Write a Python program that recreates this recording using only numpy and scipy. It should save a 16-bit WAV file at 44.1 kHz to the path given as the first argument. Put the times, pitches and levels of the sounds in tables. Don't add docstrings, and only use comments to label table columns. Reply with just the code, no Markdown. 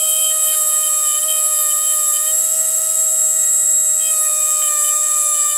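import sys
import numpy as np
from scipy import signal
from scipy.fft import rfft, irfft
from scipy.io import wavfile
from scipy.ndimage import uniform_filter1d

SR = 44100
rng = np.random.default_rng(int(sys.argv[2]) if len(sys.argv) > 2 else 0)


def transcribe(u):
    v = np.clip(np.atleast_2d(u).T, -1, 1)
    q = np.round(v * 32767).astype(np.int16)
    wavfile.write(sys.argv[1], SR, q)


def volts_from_db(level):
    exponent = np.asarray(level, float) / 20
    return 10 ** exponent


N = 245637

# (frequency [Hz], level per Hz [dB])
AIR_COLOUR = [(25, -5.5), (60, -10), (250, -0.5), (560, -3.5), (790, -3.5), (1100, -1), (1600, 0),
              (3000, -1.5), (5000, 4.5), (6500, 3), (9200, 4.5), (12200, -5.5), (14300, 4.5), (17000, 0.5)]
# (frequency [Hz], side level [dB])
ECHO_SPREAD = [(60, -57), (150, -15.5), (400, -28.5), (1200, -23), (3000, -17.5), (6000, -26.5),
               (7800, -19), (10000, -23), (13000, -27)]
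# (frequency [Hz], width [Hz], level [dB])
SPINDLE_RING = (13050, 650, -31.5)
# (frequency [Hz], width [Hz], level [dB])
BLOWN_PART = (2970, 620, -46.5)
# (frequency [Hz], width [Hz], share lost [0-1])
SHANK_GAP = (12200, 1100, .75)
# (frequency [Hz], width [Hz], level [dB])
MAIN_RING = [(6540, 970, -25), (7610, 780, -1), (7750, 330, 7), (8270, 1320, -9)]
# (frequency [Hz], width [Hz], level [dB])
UPPER_RING = [(10085, 390, 3.5), (10730, 127, -9.5), (11150, 1070, -3), (12400, 520, -7.5),
              (14060, 640, -11)]
BEARING_ORDERS = [2.115, 4.458, 4.531, 4.844, 8.667, 10.031, 11.646, 11.854, 12.031, 12.198, 12.417, 12.812,
                  13.031, 13.188, 13.417, 14.031, 15.552, 15.792, 16.167, 16.562, 16.792, 16.948, 17.552,
                  17.792, 18.167, 19.698, 20.333, 20.708, 21.094, 21.708]
# (level running free [dB], level under load [dB])
BEARING_LEVELS = [(-47.4, -53.5), (-56.9, -68.0), (-60.7, -67.7), (-58.8, -65.9), (-49.9, -55.4),
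                  (-43.4, -48.7), (-37.1, -46.8), (-32.9, -52.6), (-19.9, -32.9), (-37.3, -32.7),
                  (-30.8, -28.0), (-32.0, -26.7), (-33.6, -33.8), (-50.6, -38.3), (-40.6, -35.3),
                  (-47.6, -37.6), (-36.7, -48.5), (-38.3, -43.9), (-35.7, -30.5), (-43.3, -43.5),
                  (-48.5, -41.7), (-44.9, -46.6), (-43.3, -44.9), (-43.3, -44.8), (-43.3, -38.6),
                  (-49.9, -56.4), (-43.0, -45.3), (-45.7, -49.8), (-45.0, -51.1), (-52.6, -55.8)]
# (time [s], speed [turns/s])
SHAFT_SPEED = [(0, 630), (.4, 627), (.6, 620), (.84, 619.2), (1.02, 615.5), (1.13, 604), (1.27, 627.5),
               (1.72, 609.5), (1.85, 619.5), (2.18, 610), (2.42, 636.6), (4.0, 637), (4.4, 614),
               (4.56, 616), (4.77, 601), (5.05, 612.3), (5.45, 600), (5.57, 600.2)]
# (time [s], load [0-1])
LOAD = [(0, 0.97), (1.19, 0.97), (1.2, .1), (1.22, 0.5), (1.23, 1), (2.31, 0.82), (2.33, 0.14),
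        (3.99, 0.54), (4.01, .7), (4.1, 0.75), (4.13, 1), (5.57, 0.98)]
# (time [s], share [0-1])
CLEAR = [
    (0, 0.02),
    (2.75, 0.11),
    (2.9, 0),
    (3.05, 0.44),
    (3.5, 0.53),
    (3.75, 0.92),
    (3.95, 0.66),
    (4.05, 0.13),
    (5.57, 0.21),
]
# (time [s], share [0-1])
LEAN = [
    (0, 0.22),
    (1.0, 0.15),
    (2.3, 0.14),
    (2.8, 0.56),
    (3.5, 0.84),
    (4.5, 1),
    (5.57, 1),
]
# (time [s], level of 1st multiple [dB])
UNBALANCE = [(0, -36), (.34, -37), (.98, -39.5), (1.13, -44.5), (1.25, -34.5), (1.68, -41), (2.2, -41.5),
             (2.34, -36.5), (2.48, -38), (2.95, -37), (3.37, -38.5), (3.47, -42), (4.03, -42.5),
             (4.11, -38), (4.85, -40.5), (5.57, -41.5)]
# (multiple [-], level free [dB], level loaded [dB], change with sag [dB/Hz], share of digs [-])
LOW_MULTIPLES = [(2, -45, -37, 0.2578, -0.23), (3, -45, -46, 0.1637, 0.049), (4, -66, -48, 0, .3),
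                 (5, -64, -40, 0, 1), (6, -42.5, -42, 0.0966, 0.062), (7, -61, -47.5, -0.01, -0.066),
                 (8, -50, -48, 0.0349, 0.22), (9, -51, -46.5, -0.07, -0.38), (10, -47, -60.5, 0.04, -0.4)]
# (start [s], length [s], strength [dB])
SLACK = [
    (0, 0.3, 14),
    (.95, 0.073, 8),
    (1.38, .07, 7),
    (4.28, 0.4, 5),
    (4.98, 0.049, 9),
    (5.19, .16, 7),
]
# (start [s], length [s], strength [dB])
SKIMS = [
    (.75, .06, -2),
    (.99, 0.057, 2),
    (1.23, .04, -17),
    (1.64, 0.077, 7),
    (1.74, 0.015, 10),
    (2.07, 0.091, 7),
    (2.2, 0.083, 2.5),
    (4.14, 0.27, 10),
    (4.92, 0.092, 10),
    (5.16, 0.18, 2),
]
# (start [s], length [s], strength [dB])
DIGS = [(0, 0.33, 14.5), (.32, 0.14, 5.5), (.47, 0.087, 11.5), (.62, 0.11, 2), (.83, 0.057, 12),
        (1.05, 0.15, 8.5), (1.18, 0.058, 14.5), (1.28, 0.048, 16.5), (1.33, 0.065, 10), (1.5, 0.19, 4),
        (1.69, 0.038, 14.5), (1.8, .14, 9.5), (2.13, 0.048, 16), (2.26, 0.057, 14), (4.0, 0.11, 19),
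        (4.42, 0.058, 1), (4.55, 0.035, -3), (4.62, 0.07, 13.5), (4.7, 0.12, -15), (4.84, .06, 12.5),
        (5.34, 0.18, 7), (5.49, .05, 13.5)]
# (start [s], end [s], level [dB])
BOUNCE = (0.515, .562, -45)
# (time [s], peak level [dB])
TICKS = [
    (0.5, -34),
    (1.283, -36),
    (4.621, -21),
    (4.85, -31),
]
# (frequency [Hz], width [Hz], level [dB])
PART_RING = (3024, 300, -47)
# (multiple [-], level free [dB], level loaded [dB])
BUZZ_MULTIPLES = [(11, -41, -43), (12, -34, -35), (13, -42, -33), (14, -53, -35), (15, -58, -43),
                  (16, -54, -37), (17, -58, -39), (18, -58, -35), (19, -66, -39), (20, -50, -38),
                  (21, -60, -40), (22, -68, -49), (23, -66, -50), (24, -70, -56)]


def rms_one(x):
    return x / np.sqrt(np.mean(x ** 2) + 1e-20)


def noise():
    return rng.standard_normal(N)


def in_time(rows):
    s, *columns = np.transpose(rows)
    return [np.interp(np.arange(N) / SR, s, c) for c in columns]


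def spells(rows):
    s = np.arange(N) / SR
    edge_s = .012
    curves = []
    for start, length, db in rows:
        inside = np.minimum(s - start, start + length - s)
        curves.append(db * np.clip(inside / edge_s + .5, 0, 1))
    return np.max(curves, axis=0)


def drift(rate_hz):
    r = np.exp(-32 * np.pi * rate_hz / SR)
    slow = signal.lfilter([1], [1, -2 * r, r * r], rng.standard_normal(N // 16 + 2002))[2000:]
    return np.interp(np.arange(N) / 16, np.arange(len(slow)), rms_one(slow))


def filtered(x, hz, kind):
    return signal.sosfilt(signal.butter(2, hz, kind, fs=SR, output="sos"), x)


def resonate(x, hz, width_hz):
    r = np.exp(-np.pi * width_hz / SR)
    stage = [(1 - r * r) / 2, 0, (r * r - 1) / 2, 1, -2 * r * np.cos(2 * np.pi * hz / SR), r * r]
    return signal.sosfilt([stage, stage], x)


def coloured(x, points):
    hz = np.maximum(np.fft.rfftfreq(N, 1 / SR), 10)
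    table_hz, table_db = np.transpose(points)
    gain = volts_from_db(np.interp(np.log(hz), np.log(table_hz), table_db))
    return irfft(rfft(x) * gain, N)


def line(turns, order, rough, flicker_hz):
    angle = 2 * np.pi * (order * turns + rng.random())
    rough = np.clip(rough, 0, 1)
    along = np.sqrt(2 - 2 * rough) + np.sqrt(rough) * drift(flicker_hz)
    across = np.sqrt(rough) * drift(flicker_hz)
    return along * np.cos(angle) + across * np.sin(angle)


def shop(x):
    t60_s = 0.16
    s = np.arange(SR // 3) / SR
    tail = rng.standard_normal(len(s)) * volts_from_db(-60 * s / t60_s)
    echoes = signal.fftconvolve(x, tail / np.sqrt(np.sum(tail ** 2)))[:N]
    return coloured(echoes, ECHO_SPREAD)


def air(load, clear):
    return rms_one(coloured(noise(), AIR_COLOUR)) * volts_from_db(-37 + 2.5 * (1 - load) - 4.5 * clear)


def idle(turns, load, clear):
    hum = volts_from_db(-68 + 12 * clear) * line(turns, order=.385, rough=0.41, flicker_hz=8)
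    puff = volts_from_db(-66 + 3.3 * drift(3.1)) * rms_one(filtered(noise(), [60, 330], "band"))
    hz, width_hz, level_db = SPINDLE_RING
    spindle = volts_from_db(level_db - 3.1 * clear) * rms_one(resonate(noise(), hz, width_hz))
    hz, width_hz, level_db = BLOWN_PART
    part = volts_from_db(level_db - 6.8 * clear) * rms_one(resonate(noise(), hz, width_hz))
    return (1 - load) * (hum + spindle + part + puff)


def ring_housing(rolling, modes):
    total = np.zeros(N)
    for k, (hz, width_hz, db) in enumerate(modes):
        sign = (-1) ** k
        total += sign * volts_from_db(db + 0.93 * drift(3.9)) * resonate(rolling, hz, width_hz)
    return rms_one(total)


def rattle(turns, load, clear, lean):
    pulse = (1 + 0.36 * np.cos(2 * np.pi * 0.38 * turns)) * volts_from_db(0.5 * drift(72))
    main = ring_housing(noise() * pulse, MAIN_RING)
    upper = ring_housing(noise() * pulse, UPPER_RING)
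    main_db = -23.5 + 0.5 * (1 - load) + 3 * lean + 0.5 * clear
    return volts_from_db(main_db) * (main + volts_from_db(0.7 - 11 * lean) * upper)


def bearings(turns, load, clear):
    strongest = np.argmax(np.array(BEARING_LEVELS)[:, 0])
    out = np.zeros(N)
    for k, (order, (free_db, load_db)) in enumerate(zip(BEARING_ORDERS, BEARING_LEVELS)):
        level_db = free_db + load * (load_db - free_db) + 3 * (order > 9)
        rough = .03 if order < 9 else .4
        if k == strongest:
            level_db = level_db - 3 + 13 * clear
            rough = .15 if order >= 9 else rough
        out += volts_from_db(level_db) * line(turns, order, rough, flicker_hz=20)
    return out


def damped(x):
    level_db = 10 * np.log10(uniform_filter1d(x ** 2, size=64) + 1e-12)
    excess_db = uniform_filter1d(np.maximum(level_db + 13.5, 0), size=64)
    return x * volts_from_db(-.6 * excess_db)


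def sparks(turns, load, clear, dig_db):
    grit = noise() * (1 + 0.4 * np.cos(2 * np.pi * turns)) * volts_from_db(1.5 * drift(15))
    level_db = -36.5 - 6 * (1 - load) - 7 * clear + .25 * dig_db
    return rms_one(filtered(grit, 8800, "high")) * volts_from_db(level_db)


def low_levels(load, sag_hz, dig_db, clear, lean):
    db = {}
    for k, free_db, load_db, per_hz, share in LOW_MULTIPLES:
        k = round(k)
        wander_db = 2.5 * (.54 if k in (2, 5, 6) else 1)
        loaded = load * (load_db - free_db + per_hz * sag_hz)
        db[k] = free_db + loaded + share * dig_db + wander_db * drift(11.2)
    for k in (2, 4, 5, 7, 8, 9):
        db[k] += -10 * clear
    skim_db = spells(SKIMS)
    db[3] -= spells(SLACK)
    db[4] += 6.5 * lean * load - 0.56 * skim_db * (1 - lean)
    db[5] += -7 * lean * load - skim_db
    db[10] += 17.5 * lean * load
    return db


def rotor(turns, db):
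    first_db = in_time(UNBALANCE)[0] + 1.3 * drift(10)
    hum = volts_from_db(first_db) * line(turns, order=1, rough=.007, flicker_hz=25)
    hum += volts_from_db(db[3] - 1.5) * line(turns, order=3, rough=.03, flicker_hz=40)
    return hum + volts_from_db(db[6] - 1.5) * line(turns, order=6, rough=0.083, flicker_hz=29.5)


def catches(turns):
    s = np.arange(N) / SR
    start, end, level_db = BOUNCE
    gate = np.clip(np.minimum(s - start, end - s) / 0.013, 0, 1)
    halves = sum(line(turns, k + .5, rough=0.108, flicker_hz=30) for k in range(2, 8))
    burst = filtered(noise(), [1100, 7000], "band")
    fade = sum(volts_from_db(db - 60 * np.abs(s - at) / .02) * (s > at) for at, db in TICKS)
    return volts_from_db(level_db) * gate * halves + burst * fade


def burr(turns, load, db, dig_db, lean):
    low = volts_from_db(db[2]) * line(turns, order=2, rough=.012, flicker_hz=30)
    low += volts_from_db(db[4]) * line(turns, order=4, rough=0.054, flicker_hz=40)
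    low += volts_from_db(db[5]) * line(turns, order=5, rough=.07, flicker_hz=45)
    for k in range(7, 11):
        low += volts_from_db(db[k]) * line(turns, k, rough=.1, flicker_hz=30)

    cut = turns + 0.0031 * drift(115)
    upper = np.zeros(N)
    for k, free_db, load_db in BUZZ_MULTIPLES:
        tilted_db = load_db + 0.4 + 0.93 * (k - 14)
        level_db = free_db + load * (tilted_db - free_db) + 2.2 * drift(7)
        upper += volts_from_db(level_db) * line(cut, round(k), rough=0.3, flicker_hz=25)
    surge_db = 3.5 * load * drift(5.3)
    upper *= volts_from_db(-1.5 - 5 * lean * load + .074 * dig_db + surge_db)

    chips = noise() * (1 + 1.75 * np.cos(2 * np.pi * cut))
    hz, width_hz, level_db = PART_RING
    part_db = level_db - 5 + .5 * (db[5] + 49)
    part = volts_from_db(part_db) * load * rms_one(resonate(chips, hz, width_hz))
    return low + part + upper


def scene():
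    free_hz, inertia_s, hunt_hz = 637, .05, .5
    speed = uniform_filter1d(in_time(SHAFT_SPEED)[0], size=int(inertia_s * SR)) + hunt_hz * drift(3)
    turns = np.cumsum(speed) / SR
    load = np.clip(in_time(LOAD)[0], 0, 1)
    clear, lean, dig_db = in_time(CLEAR)[0], in_time(LEAN)[0], spells(DIGS)
    db = low_levels(load, free_hz - speed, dig_db, clear, lean)

    housing = damped(bearings(turns, load, clear) + rattle(turns, load, clear, lean))
    front = air(load, clear) + idle(turns, load, clear) + sparks(turns, load, clear, dig_db)
    front += rotor(turns, db) + catches(turns) + burr(turns, load, db, dig_db, lean)

    hz, width_hz, share = SHANK_GAP
    housing = housing - share * (1 - load) * resonate(housing, hz, width_hz)
    front = front - share * (1 - load) * resonate(front, hz, width_hz)

    pan_db = -1.5 + lean
    panned = housing * volts_from_db(0.75 * np.array([pan_db, -pan_db]) / 2)
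    return front + panned + shop(front + housing) * [[1], [-1]]


def roll_off(x):
    return signal.sosfilt(signal.butter(12, 16820, fs=SR, output="sos"), x)


def record(dry):
    hz = np.fft.rfftfreq(N, 1 / SR)
    notch = 1 - .7 * np.exp(-.5 * ((hz - 765) / 40) ** 2)
    mix = irfft(rfft(dry) * (hz < 15750) * notch, N)
    return roll_off(mix)


dry = scene()
out = record(dry)
transcribe(out)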